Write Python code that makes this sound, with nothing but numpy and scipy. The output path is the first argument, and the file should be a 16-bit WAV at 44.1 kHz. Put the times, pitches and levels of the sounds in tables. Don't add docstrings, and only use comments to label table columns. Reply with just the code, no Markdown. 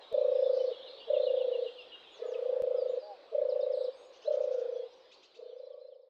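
import sys
import numpy as np
from scipy import signal
from scipy.io import wavfile
from scipy.ndimage import uniform_filter1d

SR = 44100
rng = np.random.default_rng(int(sys.argv[2]) if len(sys.argv) > 2 else 0)


def store_wav(level_fs):
    pcm = np.round(np.clip(np.atleast_2d(level_fs), -1, 1) * 32767)
    wavfile.write(sys.argv[1], SR, pcm.T.astype(np.int16))


N = 268622
TIME_S = np.arange(N) / SR


def gain_of(db):
    return 10 ** (np.asarray(db) / 20)


def evened(x):
    return x / np.sqrt(np.mean(x ** 2) + 1e-20)


def along(rows, t, axis=1):
    columns = np.transpose(rows)
    return np.interp(t, columns[0], columns[axis])


def read(points, hz):
    f, value = np.transpose(points)
    return np.interp(np.log(hz + 1), np.log(f + 1), value)


def add(mix, s, sound):
    part = mix[max(round(s * SR), 0):][:len(sound)]
    part += sound[:len(part)]


def sine(hz):
    return np.sin(2 * np.pi * np.cumsum(hz) / SR)


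def wander(n, hz):
    return evened(np.interp(np.arange(n) / SR * hz, np.arange(4096), rng.standard_normal(4096)))


def band(x, lo_hz, hi_hz, order=4):
    return signal.sosfiltfilt(signal.butter(order, [lo_hz, hi_hz], "band", fs=SR, output="sos"), x)


def noise(spectrum, patchy_db):
    hz = np.fft.rfftfreq(2048, 1 / SR)
    a, b, patches = rng.standard_normal((3, N // 512 + 5, len(hz)))
    patches = uniform_filter1d(patches, size=7, axis=0)
    patches = evened(uniform_filter1d(patches, size=14, axis=1))
    z = (a + 1j * b) * gain_of(read(spectrum, hz) + patchy_db * patches)
    return evened(signal.istft(z.T, nperseg=2048, noverlap=1536)[1][:N])


# f/Hz, t60/s
MEADOW_T60 = [(500, 0.71), (3000, 0.21), (8000, 0.38)]


def meadow(x, onset_s=0.0036):
    hz, t, z = signal.stft(rng.standard_normal(SR), SR, nperseg=256)
    decay = gain_of(-60 * t / read(MEADOW_T60, hz)[:, None])
    onset = 1 - np.exp(-t / onset_s)
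    tail = signal.istft(z * decay * onset, SR, nperseg=256)[1]
    return signal.fftconvolve(x, tail / np.linalg.norm(tail))[:N]


# f/Hz, relative density/dB per Hz
AIR_COLOUR = [(25, -11), (60, -7.5), (130, -13.5), (250, -2.5), (400, 12.5), (800, 8), (1200, 3.5),
              (1900, -2), (3500, 0.5), (5000, -9), (6500, -21.5), (8500, -27.5), (10000, -36),
              (15000, -37.5)]
# t/s, level/dB
AIR_LEVEL = [(0, -69), (2.1, -69.5), (2.35, -68), (3.1, -72), (3.9, -72.5), (4.5, -71.5), (5.1, -75),
             (5.5, -81.5), (5.85, -88.5), (6.09, -101)]


def air():
    hiss = noise(AIR_COLOUR, patchy_db=2.5)
    middle = signal.sosfilt(signal.butter(4, [1300, 2400], "band", fs=SR, output="sos"), hiss)
    return hiss / middle.std() * gain_of(along(AIR_LEVEL, TIME_S))


# f/Hz, relative density/dB per Hz
WASH_COLOUR = [(150, -52), (320, -20.5), (420, -6), (520, 9), (650, -1), (800, -11), (1100, -8.5),
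               (1600, -32), (4000, -67)]
# t/s, level/dB
WASH_LEVEL = [(0, -58), (1, -58), (2, -67.5), (3.2, -59.5), (4.1, -59.5), (5, -65), (5.4, -74), (5.8, -72),
              (6.09, -79.5)]


def wash():
    return noise(WASH_COLOUR, patchy_db=2.5) * gain_of(along(WASH_LEVEL, TIME_S))


# t/s, peak/dB, thud level/dB
TICK_EVENTS = [(0.127, -40.5, -77), (2.6218, -35, -72)]


def ticks(decay_s=0.00054, thud_s=.014, thud_hz=220):
    out, t = np.zeros(N), np.arange(8192) / SR
    for s, db, thud_db in TICK_EVENTS:
        rumble = evened(band(rng.standard_normal(len(t)), 40, thud_hz, order=2))
        thud = rumble * t / thud_s * np.exp(1 - t / thud_s)
        add(out, s, gain_of(db) * np.exp(-t / decay_s) + gain_of(thud_db) * thud)
    return out


# t/s, level/dB
CHORUS_LEVEL = [(0, -61), (0.3, -65), (0.78, -58), (1.25, -58.5), (1.55, -59), (2.15, -58.5), (2.3, -69),
                (2.6, -74), (2.95, -67.5), (3.25, -72), (3.65, -78.5), (3.82, -58.5), (4, -70.5),
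                (4.3, -71.5), (5, -70.5), (5.25, -67.5), (5.85, -82.5), (6.09, -89.5)]
# t/s, f/Hz, spread/octaves
CHORUS_PITCH = [(0, 3570, 0.16), (.45, 3666, 0.23), (.56, 4414, 0.13), (.63, 4366, .14), (.75, 3614, 0.15),
                (.92, 3824, 0.14), (1.06, 3506, .16), (1.25, 3680, 0.11), (1.6, 3502, 0.15),
                (2.1, 3210, 0.16), (2.45, 3466, 0.24), (2.9, 3550, 0.17), (3.05, 4580, .08),
                (3.2, 4464, 0.091), (3.4, 3960, 0.13), (3.8, 3915, 0.13), (4.4, 3950, 0.27),
                (5.3, 3800, 0.24), (6.09, 3930, 0.11)]


def chorus(dry_db=-3, glide_oct=.16, note_s=.05, count=1700, note_spread_db=2.2):
    out, u = np.zeros(N), np.linspace(-.5, .5, round(note_s * SR))
    for k, (late, high, slope, loud) in enumerate(rng.standard_normal((count, 4))):
        s = (k + late) / count * N / SR
        octaves = np.sqrt(2) * along(CHORUS_PITCH, s, axis=2) * high + glide_oct * slope * u
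        hz = along(CHORUS_PITCH, s) * 2 ** octaves
        size = gain_of(note_spread_db * loud) * np.exp(-(high / 2) ** 2)
        add(out, s - note_s, size * np.hanning(len(u)) * sine(hz))
    far = meadow(out) + gain_of(dry_db) * out
    far /= np.sqrt(abs(uniform_filter1d(far ** 2, size=6000)) + 1e-9)
    return gain_of(along(CHORUS_LEVEL, TIME_S)) * far


def whistle(length_s, start, middle, end, db, buzz, buzz_hz=650, waver_hz=15):
    u = np.linspace(0, 1, round(length_s * SR))
    hz = start * (1 - u) * (1 - 2 * u) + middle * (2 * u) * 2 * (1 - u) + end * u * (2 * u - 1)
    hz = hz + buzz_hz * buzz * wander(len(u), 1500) + waver_hz * wander(len(u), 380)
    return gain_of(db) * signal.windows.tukey(len(u), .45) * sine(hz)


# t/s, length/s, start f/Hz, middle f/Hz, end f/Hz, peak/dB, buzz/0-1
CALLS = [(0.002, 0.058, 4236, 3920, 3500, -58.5, 0.05), (0.06, 0.038, 3590, 3900, 3940, -58, 0),
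         (0.202, 0.059, 4230, 3900, 3580, -58.5, 0), (0.43, 0.068, 3400, 3580, 3270, -54, 0.03),
         (0.293, 0.22, 5260, 5170, 5010, -68.5, 0.17), (0.522, 0.07, 4250, 4730, 5060, -60, 0.55),
         (0.548, 0.11, 5200, 5540, 5800, -72, 0.3), (0.588, 0.037, 3000, 3080, 3010, -53, 0.1),
         (0.631, .05, 4550, 4320, 4080, -66.5, 0.2), (0.978, 0.045, 4450, 4500, 4660, -58, 0.13),
         (1.356, 0.046, 3362, 3407, 3680, -50.5, 0.34), (1.608, 0.051, 3530, 3800, 4090, -55.5, 0.18),
         (1.787, 0.045, 4680, 5000, 5270, -66.5, .08), (2.336, 0.024, 3460, 2750, 2620, -51, 0.2),
         (2.76, 0.087, 5350, 4760, 4590, -60.5, 0.03), (2.871, 0.088, 5600, 7100, 5500, -76.5, 0.08),
         (2.876, 0.039, 3620, 3760, 3890, -60.5, 0.03), (2.984, 0.1, 5250, 4690, 4560, -64.5, 0.14),
         (3.594, 0.077, 3580, 3710, 3880, -59, 0.07), (3.947, 0.16, 6160, 6620, 6820, -74.5, 0.12),
         (4.126, .08, 2405, 3230, 3730, -66.5, 0.1), (4.214, 0.057, 2600, 3200, 3930, -61.5, 0.1),
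         (4.258, 0.025, 3740, 4020, 4380, -51.5, 0), (4.295, 0.068, 3325, 3170, 3110, -64, 0.05),
         (4.731, 0.13, 3420, 3330, 3340, -63.5, 0.12), (5.455, 0.071, 3560, 3570, 3520, -70.5, 0),
         (4.298, 0.12, 1230, 1290, 1260, -63.5, 0.3), (4.548, 0.15, 1370, 1460, 1400, -66, 0.27),
         (5.707, 0.093, 1133, 1132, 1110, -71, 0.02)]


def calls():
    out = np.zeros(N)
    for s, *note in CALLS:
        add(out, s, whistle(*note))
    return out


# first t/s, notes, period/s, length/s, start f/Hz, middle f/Hz, end f/Hz,
# first level/dB, last level/dB, buzz/0-1
REPEATED_NOTES = [(0.122, 2, 0.22, 0.036, 4130, 3590, 3350, -55, -57, 0.02),
                  (0.169, 2, 0.26, 0.037, 3475, 3880, 4010, -57.5, -60.5, 0.1),
                  (0.865, 2, 0.34, 0.065, 4130, 4150, 4090, -57, -55, 0.12),
                  (2.112, 2, 0.139, 0.1, 7050, 6350, 4300, -70, -69, 0.05),
                  (2.219, 2, 0.11, 0.07, 1286, 1253, 1070, -61, -64.5, 0),
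                  (2.41, 2, 0.09, 0.084, 1100, 1144, 1024, -66.5, -64.5, 0.07),
                  (2.219, 2, 0.083, 0.046, 1680, 1720, 1674, -68, -68, 0.03),
                  (2.74, 2, 0.098, 0.051, 1315, 1305, 1190, -62.5, -67.5, 0.08),
                  (3.487, 4, 0.115, 0.05, 5900, 4400, 3700, -58.5, -59.5, 0.1),
                  (3.724, 2, 0.2, 0.16, 8100, 8080, 7950, -81, -79, 0.25),
                  (4.765, 2, 0.16, 0.02, 4680, 5600, 6700, -70, -69.5, 0),
                  (5.408, 3, 0.194, 0.095, 4110, 4070, 4110, -70.5, -70, 0.02),
                  (5.487, 3, 0.206, 0.055, 3850, 3330, 2900, -69.5, -74, 0.13),
                  (5.578, 7, 0.0725, 0.03, 5650, 4850, 4000, -72.5, -82, 0.08)]


def phrases(stray=0.007):
    out = np.zeros(N)
    for first, notes, period, length, start, middle, end, first_db, last_db, buzz in REPEATED_NOTES:
        for k, db in enumerate(np.linspace(first_db, last_db, round(notes))):
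            glide = np.array([start, middle, end]) * (1 + stray * rng.standard_normal())
            add(out, first + k * period, whistle(length, *glide, db, buzz))
    return out


# middle t/s, length/s, level/dB, f/Hz, glide/Hz per s
FALLING_NOTES = [(0.739, .032, -54, 2940, -9000), (0.877, 0.039, -54.5, 2904, -8000),
                 (1.012, 0.028, -51.5, 2840, -9000), (1.152, .042, -50.5, 2814, -11000),
                 (1.286, 0.043, -48.5, 2860, -7000), (1.415, 0.042, -50.5, 2840, -9000),
                 (1.544, .046, -48.5, 2850, -7000), (1.678, 0.038, -47.5, 2850, -7000),
                 (1.8, 0.044, -47, 2820, -6000), (1.94, 0.052, -47, 2873, -3000)]


def slurs(buzz=.06):
    out = np.zeros(N)
    for s, length, db, hz, slope in FALLING_NOTES:
        fall = slope * length / 2
        add(out, s - length / 2, whistle(length, hz - fall, hz, hz + fall, db, buzz))
    return out


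# t/s, length/s, level/dB, harshness/0-1
SCOLDS = [(4.121, 0.065, -67.5, 0.77), (4.21, 0.059, -65.5, 0.7), (4.314, 0.052, -65.5, 0.83),
          (4.4, .06, -67.5, 0.84), (4.507, 0.051, -66, .9), (4.579, .045, -68.5, 0.9)]
# start f/Hz, end f/Hz
SCOLD_HZ = (842, 1016)
# multiple, level/dB
SCOLD_PARTIALS = [(3, -9), (4, -5.5), (5, -12), (6, -10.5), (7, -11)]


def cheeps(shake=0.09, flatten=0.96, top_hz=6800, grain_db=5, grains_per_s=450):
    out = np.zeros(N)
    for s, length, db, harsh in SCOLDS:
        n = round(length * SR)
        hz = np.geomspace(*SCOLD_HZ, n) * (1 + shake * harsh * wander(n, 1200))
        angle = 2 * np.pi * np.cumsum(hz) / SR
        envelope = gain_of(db) * signal.windows.tukey(n, .45)
        for k, level in SCOLD_PARTIALS:
            grain = evened(gain_of(grain_db * wander(n, grains_per_s)))
            rolloff = 1 + (k * hz / top_hz) ** 20
            size = gain_of(level * (1.0 - flatten * harsh)) * grain / rolloff
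            add(out, s, envelope * size * np.sin(round(k) * angle))
    return out


# t/s, level/dB
TWIT_EVENTS = [(5.111, -59.5), (5.223, -61.5), (5.34, -63)]
# t from start/s, f/Hz, relative level/dB
SYRINX_VOICES = [
    [(0, 1800, -12), (.008, 2450, -3), (.022, 2700, -1), (.031, 4200, 0), (.037, 4750, 1), (.045, 3800, -6)],
    [(0, 2650, -9), (.008, 3350, 0), (.018, 3800, 2), (.024, 4800, -5)],
]


def twits(mixing_db=-13, hiss_db=-10, shake=.035):
    out, t = np.zeros(N), np.arange(0, SYRINX_VOICES[0][-1][0], 1 / SR)
    for s, db in TWIT_EVENTS:
        voices = []
        for curve in SYRINX_VOICES:
            ramps = np.clip(np.minimum(t, curve[-1][0] - t) * 500, 0, 1)
            hz = along(curve, t) * (1 + shake * wander(len(t), 1500))
            voices.append(gain_of(along(curve, t, axis=2)) * ramps * sine(hz))
        low, high = voices
        hiss = evened(band(rng.standard_normal(len(t)), 2800, 7000, order=3))
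        hiss = hiss * signal.windows.tukey(len(t), .5)
        add(out, s, gain_of(db) * (low + high + gain_of(mixing_db) * (2 * low * high) + gain_of(hiss_db) * hiss))
    return out


# t/s, f/Hz, level/dB
WARBLE_CURVE = [(.65, 4400, -66), (.7, 3850, -59.5), (.745, 3500, -54.5), (.775, 3130, -55),
                (.82, 3270, -55.5), (.852, 3520, -51), (0.884, 4130, -55), (0.936, 3900, -58),
                (.985, 3520, -58), (1.03, 3180, -54), (1.091, 3480, -60), (1.165, 3420, -53),
                (1.215, 3900, -52), (1.26, 4030, -52), (1.301, 3700, -62), (1.34, 3200, -61.5),
                (1.4, 3600, -56.5), (1.449, 3900, -62)]


def warble(buzz_hz=170, buzzes_per_s=420, flutter_db=3.0, flutters_per_s=140):
    out, t = np.zeros(N), np.arange(WARBLE_CURVE[0][0], WARBLE_CURVE[-1][0], 1 / SR)
    hz = along(WARBLE_CURVE, t) + buzz_hz * wander(len(t), buzzes_per_s)
    flutter = evened(gain_of(flutter_db * wander(len(t), flutters_per_s)))
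    size = gain_of(along(WARBLE_CURVE, t, axis=2)) * flutter
    add(out, t[0], size * signal.windows.tukey(len(t), .05) * sine(hz))
    return out


def small_birds(wet_db=-6):
    out = slurs() + cheeps() + twits() + warble() + phrases() + calls()
    return out + gain_of(wet_db) * meadow(out)


# t/s, f/Hz, level/dB
GULP_CURVE = [(3.012, 199.5, -59), (3.033, 202, -47), (3.069, 210, -47.5), (3.11, 204, -40.5),
              (3.135, 194, -45.5), (3.165, 174, -67)]
# multiple, start level/dB, end level/dB (relative)
GULP_WEIGHTS = [(2, -8, -28), (3, 8, -15), (4, -13, 3), (5, -47.5, -19)]


def gulp():
    out, t = np.zeros(N), np.arange(GULP_CURVE[0][0], GULP_CURVE[-1][0], 1 / SR)
    angle = 2 * np.pi * np.cumsum(along(GULP_CURVE, t)) / SR
    note = np.zeros(len(t))
    for k, first_db, last_db in GULP_WEIGHTS:
        note += gain_of(np.linspace(first_db, last_db, len(t))) * np.sin(round(k) * angle)
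    level = gain_of(along(GULP_CURVE, t, axis=2))
    add(out, t[0], level * evened(note) * signal.windows.tukey(len(t), .15))
    return out


def rasp(voice, level_db=-48.5, follow=1.0, lo_hz=590, hi_hz=690, skirt_db=-7, octave_db=-17):
    push = uniform_filter1d(abs(signal.hilbert(voice)), size=700)
    flow = rng.standard_normal(N)
    colour = evened(band(flow, lo_hz, hi_hz, order=3))
    colour += gain_of(skirt_db) * evened(band(flow, 690, 876, order=3))
    colour += gain_of(octave_db) * evened(band(flow, 990, 1200, order=2))
    return gain_of(level_db) * abs(push / push.max()) ** follow * colour


def hum(length_s, hz, db):
    t = np.arange(0, length_s, 1 / SR)
    return gain_of(db) * np.sin(np.pi * t / length_s) * np.sin(2 * np.pi * hz * t)


def pulse_times(first, last, hurry, settle, pulses_per_s=28.4):
    gaps = 1 - hurry * np.exp(-np.arange(round((last - first) * pulses_per_s)) / settle)
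    return first + (last - first) * np.append(0, np.cumsum(gaps)) / gaps.sum()


# first pulse t/s, last pulse t/s, first gap shortening/share, settling/pulses,
# relative hoot length, opening hum level/dB, closing hum level/dB
CROAK_RUNS = [(0.149, 0.718, 0.063, 2.5, 1.06, -37, -60), (1.1071, 1.663, 0.13, 2.7, 1.013, -38.5, -41),
              (2.2249, 2.9767, 0.29, 38, 0.86, -44.5, -60.5),
              (3.353, 3.885, 0.056, 1.1, 1.04, -36.5, -57.5), (4.282, 4.836, 0.165, 2.9, 1.024, -40, -41),
              (5.395, 6.073, 0.11, 17.5, 0.85, -57, -70)]
# t/s, peak level/dB, top f/Hz
CROAK_EFFORT = [
    [(.15, -19, 578), (.185, -18, 569.8), (.29, -18.5, 556.3), (.54, -19.5, 549.7), (.68, -22.5, 530.6),
     (.718, -28, 474)],
    [(1.107, -18.5, 582), (1.138, -18, 584.2), (1.18, -18.5, 570.2), (1.38, -21.5, 541.4), (1.53, -24, 514),
     (1.628, -25, 512), (1.665, -28, 486)],
    [(2.225, -28.5, 473.4), (2.36, -27, 499), (2.5, -22, 541), (2.71, -21.5, 543), (2.86, -22.5, 538),
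     (2.975, -24.5, 518.3)],
    [(3.35, -21, 584.3), (3.39, -19.8, 582.3), (3.48, -22, 560.1), (3.6, -21.5, 563), (3.78, -23, 561.2),
     (3.885, -26, 523)],
    [(4.283, -21, 596.3), (4.315, -21, 606.7), (4.35, -21.5, 573.2), (4.44, -22, 570.5), (4.62, -26, 508.4),
     (4.76, -28.5, 511), (4.835, -31.5, 497)],
    [(5.395, -39, 478), (5.43, -37.5, 487.3), (5.5, -39.5, 483.7), (5.61, -37.5, 553), (5.72, -37.5, 556),
     (5.93, -42.5, 550.7), (6.075, -53, 547)],
]
# t from peak/s, amplitude/0-1
PULSE_SWELL = [(-.012, .09), (-.0075, .06), (-.003, .82), (.001, .98), (.005, .76), (.009, .2), (.014, .05),
               (.021, .16)]
# t from peak/s, share of the way from rest to top pitch
PULSE_ARCH = [(-.012, -1.5), (-.007, .75), (.001, .87), (.005, .88), (.009, -.04), (.021, .18)]
# lead before first pulse/s, length/s, f/Hz, relative level/dB
OPENING_HUMS = [(.038, .038, 458, 0), (.031, .026, 643, -2.5)]
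# delay after last pulse/s, length/s, f/Hz
CLOSING_HUM = (.015, .032, 468)
REST_HZ, SLIP_TURNS = 458.2, .07
RELEASE_S, CUT_OFF_S = .006, .017
UPPER_LEAD_S, UPPER_S, UPPER_HZ = .024, 0.018, 628
UPPER_DB, UPPER_SLACK_DB = -25, 8.5


def croaks(overtone_db=-56, slack=0.0065, tense_hz=555, round_s=0.0038, soften=0.23,
           mean_rest_hz=456, mean_share=0.78, uneven_db=0.5, uneven_hz=3):
    out, t = np.zeros(N), np.arange(-.018, .03, 1 / SR)
    for (*run, stretch, opening_db, closing_db), effort in zip(CROAK_RUNS, CROAK_EFFORT):
        times = pulse_times(*run)
        mean_hz = mean_rest_hz + mean_share * (along(effort, TIME_S, axis=2) - mean_rest_hz)
        running = np.cumsum(mean_hz) / SR
        for s, (louder, higher, slip) in zip(times, rng.standard_normal((len(times), 3))):
            db = along(effort, s) + uneven_db * louder
            top_hz = along(effort, s, axis=2) + uneven_hz * higher
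            loose = (tense_hz - top_hz) / 50
            own_t = t / (stretch + slack * loose)
            rounding = round(SR * round_s * np.exp(soften * loose))
            swell = uniform_filter1d(along(PULSE_SWELL, own_t), rounding)
            swell = swell * signal.windows.tukey(len(t), .1)
            if s == times[-1]:
                swell = swell * np.clip((CUT_OFF_S - t) / RELEASE_S, 0, 1)
            turns = np.cumsum(REST_HZ + (top_hz - REST_HZ) * along(PULSE_ARCH, own_t)) / SR
            phase = running[round(s * SR)] + SLIP_TURNS * slip
            angle = 2 * np.pi * (turns - np.interp(0, t, turns) + phase)
            hoot = np.cos(angle) + gain_of(overtone_db) * np.cos(2 * angle)
            add(out, s + t[0], gain_of(db) * swell * hoot)
            if s > times[0]:
                upper_db = db + UPPER_DB + UPPER_SLACK_DB * loose
                add(out, s - UPPER_LEAD_S, hum(UPPER_S, UPPER_HZ, upper_db))
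        for lead, length, hz, db in OPENING_HUMS:
            add(out, times[0] - lead, hum(length, hz, opening_db + db))
        add(out, times[-1] + CLOSING_HUM[0], hum(*CLOSING_HUM[1:], closing_db))
    return out


# delay/s, gain
CLOSE_ECHOES = [(.00655, 0.15), (.00991, 0.27), (0.0215, .06)]


def dove(wet_db=-28, trees_db=-26, trees_s=.14, lowest_hz=385):
    voice = croaks()
    voice = band(voice + rasp(voice), lowest_hz, 1900, order=6)
    out = voice + gulp()
    for delay, gain in CLOSE_ECHOES:
        add(out, delay, gain * voice)
    add(out, trees_s, gain_of(trees_db) * meadow(voice))
    return out + gain_of(wet_db) * meadow(voice)


def scene():
    return (air() + wash() + ticks() + chorus() + small_birds() + dove())[None]


def record(dry, edge_hz=15700):
    lowpass = signal.firwin(511, edge_hz, window=("kaiser", 9), fs=SR)
    return signal.oaconvolve(dry, lowpass[None], "same")


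dry = scene()
out = record(dry)
store_wav(out)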